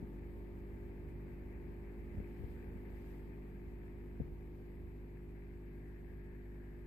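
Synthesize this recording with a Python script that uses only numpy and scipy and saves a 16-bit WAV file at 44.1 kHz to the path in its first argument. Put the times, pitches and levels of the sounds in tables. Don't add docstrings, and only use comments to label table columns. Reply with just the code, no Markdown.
import sys
import numpy as np
from scipy import signal
from scipy.fft import rfft, irfft, next_fast_len
from scipy.io import wavfile
from scipy.ndimage import uniform_filter1d

SR = 44100
rng = np.random.default_rng(int(sys.argv[2]) if len(sys.argv) > 2 else 0)


def gain_from_db(level_db):
    decades = np.asarray(level_db, float) / 20
    return 10 ** decades


def transcribe(signal):
    frames = np.atleast_2d(signal).T
    limited = np.clip(frames, -1, 1)
    pcm = np.round(limited * 32767).astype(np.int16)
    wavfile.write(sys.argv[1], SR, pcm)


N = 302526


def walk(rate_hz):
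    hold = int(SR / rate_hz)
    steps = np.repeat(rng.standard_normal(N // hold + 1), hold)
    slewed = uniform_filter1d(uniform_filter1d(steps, hold), hold)
    return 1.3 * slewed[:N]


def ring(x, hz, width_hz):
    b, a = signal.iirpeak(hz, hz / width_hz, fs=SR)
    return signal.lfilter(b, a, x)


def bandpass(low_hz, high_hz):
    return signal.butter(2, [low_hz, high_hz], "band", fs=SR, output="sos")


def colour(white, table, flicker_db, rate_hz):
    hz, *side_db = np.transpose(table)
    size = next_fast_len(N)
    octave = np.log2(np.fft.rfftfreq(size, 1 / SR) + 1)
    gain = [gain_from_db(np.interp(octave, np.log2(hz), db, left=-200, right=-200)) for db in side_db]
    spectrum = rfft(white, size) * gain * np.sqrt(SR / 2)
    out = 0
    for centre in np.arange(np.log2(hz[0]), np.log2(hz[-1]) + 0.5, 0.5):
        share = np.clip(1 - 2 * abs(octave - centre), 0, 1)
        band = irfft(spectrum * share, size)[:, :N]
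        out = out + gain_from_db(flicker_db * walk(rate_hz)) * band
    return out


def pair(alike_hz, lag_s):
    common, left, right = rng.standard_normal((3, N))
    low = signal.butter(1, alike_hz, "low", fs=SR, output="sos")
    high = signal.butter(1, alike_hz, "high", fs=SR, output="sos")
    field = [common, np.roll(common, int(lag_s * SR))]
    return signal.sosfilt(low, field) + signal.sosfilt(high, [left, right])


# multiple of mains, near left level in dB, near right level in dB,
# far left level in dB, far right level in dB.
HUM = [(1.0, -51.0, -50.5, -52.0, -52.0), (2.0, -61, -60.5, -63, -61), (3.0, -63, -59.5, -64.5, -59),
       (4.0, -60.5, -62, -65, -67.5), (5.0, -59.5, -63.5, -62.5, -64.5), (6.0, -62, -63, -71.5, -67.5),
       (7.0, -58.5, -58, -60, -61), (8.0, -62, -62, -64, -68.5), (9.0, -86.5, -82, -90.5, -93.5),
       (11.0, -73.5, -79.5, -88, -86), (12.0, -85, -80, -90, -85), (14.0, -82.5, -86, -94, -92),
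       (15.0, -89, -79, -93, -85), (17.0, -74.5, -88.5, -101, -100), (18.0, -77.5, -77.5, -85.5, -86),
       (19.0, -87, -97, -87, -89)]


def hum(far):
    mains_hz, pull_lag_s, port_lag_s = 49.977, 0.0021, 0.0001
    stand_mode_line, case_mode_hz = 3, 375
    lag_s = pull_lag_s + np.array([[0], [port_lag_s]])
    cycle = 2 * np.pi * mains_hz * (np.arange(N) / SR - lag_s)
    out = 0
    for k, near_l, near_r, far_l, far_r in HUM:
        k = round(k)
        flipped = k == stand_mode_line or k * mains_hz > case_mode_hz
        sign = -1 if flipped else 1
        left_db = near_l + far * (far_l - near_l)
        right_db = near_r + far * (far_r - near_r)
        db = np.array([left_db, right_db]) + 0.37 * walk(1.1)
        port_wobble = np.array([walk(1.2), walk(3.6)])
        wobble = k * (0.033 * walk(0.8) + 0.01 * port_wobble)
        out = out + sign * np.sqrt(2) * gain_from_db(db) * np.cos(k * cycle + wobble)
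    return out


# frequency in Hz, left level in dB per Hz, right level in dB per Hz.
RUMBLE = [(21.4, -87, -88.5), (34.7, -84.5, -86.5), (44.8, -82, -84.5), (65.5, -77, -73.5),
          (76.8, -74.5, -66.5), (91.5, -80, -82), (115, -79.5, -86.5), (172, -81, -82), (216, -87, -80),
          (360, -82.5, -90), (469, -87, -88.5), (532, -95, -97.5), (867, -100, -99), (1321, -106, -106)]


def rumble(far):
    far_change_db = -4
    return colour(pair(380, 0.00026), RUMBLE, 0.25, 6) * gain_from_db(far_change_db * (far - 0.5))


# frequency in Hz, left level in dB per Hz,
# right level in dB per Hz.
HISS = [(1500, -120, -120), (2900, -115, -115), (3600, -121, -119), (4900, -124, -120.5),
        (5500, -127.5, -123), (6100, -130, -125.5), (7000, -123.5, -122), (7380, -127.5, -127.5),
        (7850, -119.5, -120.5), (8450, -126, -128), (9150, -122.5, -126.5), (10500, -126.5, -127.5),
        (12100, -117.5, -119.5), (14600, -118.5, -119.5)]
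# time in seconds, lift in dB, length in seconds.
SWINGS = [
    (2.45, 3, 0.28),
    (3.09, 4, 0.16),
]


def hiss(far):
    t, far_change_db = np.arange(N) / SR, -2
    lift_db = sum(db * np.exp(-((t - at_s) / length_s) ** 2) for at_s, db, length_s in SWINGS)
    breath_db = 0.45 * walk(40)
    level_db = -0.1 + far_change_db * (far - 0.5) + lift_db + breath_db
    return colour(rng.standard_normal((2, N)), HISS, 0.4, 27) * gain_from_db(level_db)


# frequency in Hz, left level in dB, right level in dB.
TRICKLE = [(1063, -24, -28), (1372, -13, -6), (1605, 0.5, -7.5), (2230, 0, -6), (2610, -5.5, -14.5),
           (2970, -29, -23.5), (4020, -49, -73)]


def trickle(flow_db):
    splashes_per_s = 8000
    turn_s, turn_length_s = 5.82, 0.15
    gap_hz, gap_width_hz, gap_db = 1725, 290, -1
    falls = rng.random((2, N)) < splashes_per_s / SR
    size_db = 2.6 * np.minimum(rng.exponential(size=(2, N)), 5.5)
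    splashes = falls * rng.standard_normal((2, N)) * gain_from_db(size_db)
    water = colour(splashes, TRICKLE, 1.2, 25) * gain_from_db(0.4 * walk(20))
    turned = 0.5 + 0.5 * np.tanh((np.arange(N) / SR - turn_s) / turn_length_s)
    water = water + gain_from_db(gap_db) * turned * ring(water, gap_hz, gap_width_hz)
    return water / water.mean(axis=0).std() * gain_from_db(flow_db)


# time in seconds, peak in dB, length in ms, left over right in dB.
BUMPS = [(0.0295, -31, 1.42, 8), (0.047, -41, 1.6, 12), (1.16, -38, 2.3, -7), (1.6867, -41.5, 1.27, 14),
         (1.715, -40, 2.1, 13), (2.148, -36.5, 1.13, -15), (2.1736, -33.5, 1.7, -5),
         (2.1832, -31.5, 2.46, -3), (2.1865, -32.5, 2.4, 15), (2.2023, -30.5, 1.26, 15),
         (2.207, -35, 2.8, 5), (2.3992, -35, 2.7, 9), (2.4146, -35, 2.6, 5), (2.4375, -37.5, 0.82, 12),
         (2.4442, -32.5, 2.5, 15), (2.7584, -37, 1.4, -10), (2.7626, -40, 1.7, 14), (4.202, -40, 0.56, -6),
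         (4.202, -29, 1.44, -13), (4.2061, -25, 1.25, 20), (4.2193, -28.5, 2.1, 7.5), (4.259, -40, 3.9, 2),
         (4.3251, -39, 4, -9)]


def bumps():
    slip_ms, slip_lead_lengths, slip_share = 0.68, 1.39, 0.24
    rebound_lengths, rebound_share, rebound_width = 2.3, 0.5, 1.2
    sway_hz, sway_t60_s, sway_db = 68, 0.22, -37
    shell_hz, shell_width_hz, shell_db = 436, 150, -6.5
    grip_db = 8
    pushes, near = np.zeros((2, N)), np.arange(-1000, 1000)
    for s, db, length_ms, lean_db in BUMPS:
        u = 1000 * near / SR / length_ms
        push = np.exp(-2 * u ** 2)
        rebound = rebound_share * np.exp(-2 * ((u - rebound_lengths) / rebound_width) ** 2)
        slip = slip_share * np.exp(-2 * ((u + slip_lead_lengths) * length_ms / slip_ms) ** 2)
        side_db = db + np.minimum([[lean_db], [-lean_db]], 0)
        pushes[:, int(s * SR) + near] += gain_from_db(side_db) * (push - rebound - slip)
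    pole = np.exp((2j * np.pi * sway_hz - np.log(1000) / sway_t60_s) / SR)
    sway = signal.lfilter([1], [1, -pole], np.maximum(pushes, 0)).real * gain_from_db(sway_db) / 10
    shell = gain_from_db(shell_db) * ring(pushes, shell_hz, shell_width_hz)
    knocks = signal.sosfiltfilt(bandpass(40, 950), pushes + sway + shell)
    grip = np.sqrt(abs(signal.lfilter([0.0004], [1, -0.9996], (pushes ** 2).mean(axis=0))))
    rub = signal.sosfilt(bandpass(55, 170), rng.standard_normal((2, N)))
    return knocks + gain_from_db(grip_db) * grip * rub


# time in seconds, remoteness from the pump 0-1, trickle level in dB.
PATH = [
    (0.0, 0.04, -74.5),
    (0.8, 0.18, -73),
    (2.3, 0.14, -71),
    (2.9, 0.04, -71.5),
    (3.3, 0.32, -73),
    (4.0, 0.53, -73.5),
    (4.6, 0.7, -76),
    (5.2, 1, -74.5),
    (6.2, 0.9, -75),
    (6.86, 0.93, -75),
]


def scene():
    at_s, remoteness, trickle_db = np.transpose(PATH)
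    t = np.arange(N) / SR
    far = np.interp(t, at_s, remoteness)
    flow_db = np.interp(t, at_s, trickle_db)
    return hum(np.clip(far, -0.3, 1.3)) + rumble(far) + hiss(far) + trickle(flow_db) + bumps()


def squelch(x):
    gate_db = -6.2
    cells = signal.stft(x, nperseg=2048, window="cosine")[2]
    power = uniform_filter1d(abs(cells) ** 2, size=5, axis=1)
    top = uniform_filter1d(power[:, 560:650].mean(axis=(0, 1)), size=5)
    kept = cells * (power > top * gain_from_db(gate_db) ** 2)
    return signal.istft(kept, nperseg=2048, window="cosine")[1][:, :N]


def roll_off(x):
    return signal.sosfilt(signal.butter(12, 14650, fs=SR, output="sos"), x)


def record(dry):
    converter_offset = -0.00046
    return roll_off(squelch(dry) + converter_offset)


dry = scene()
out = record(dry)
transcribe(out)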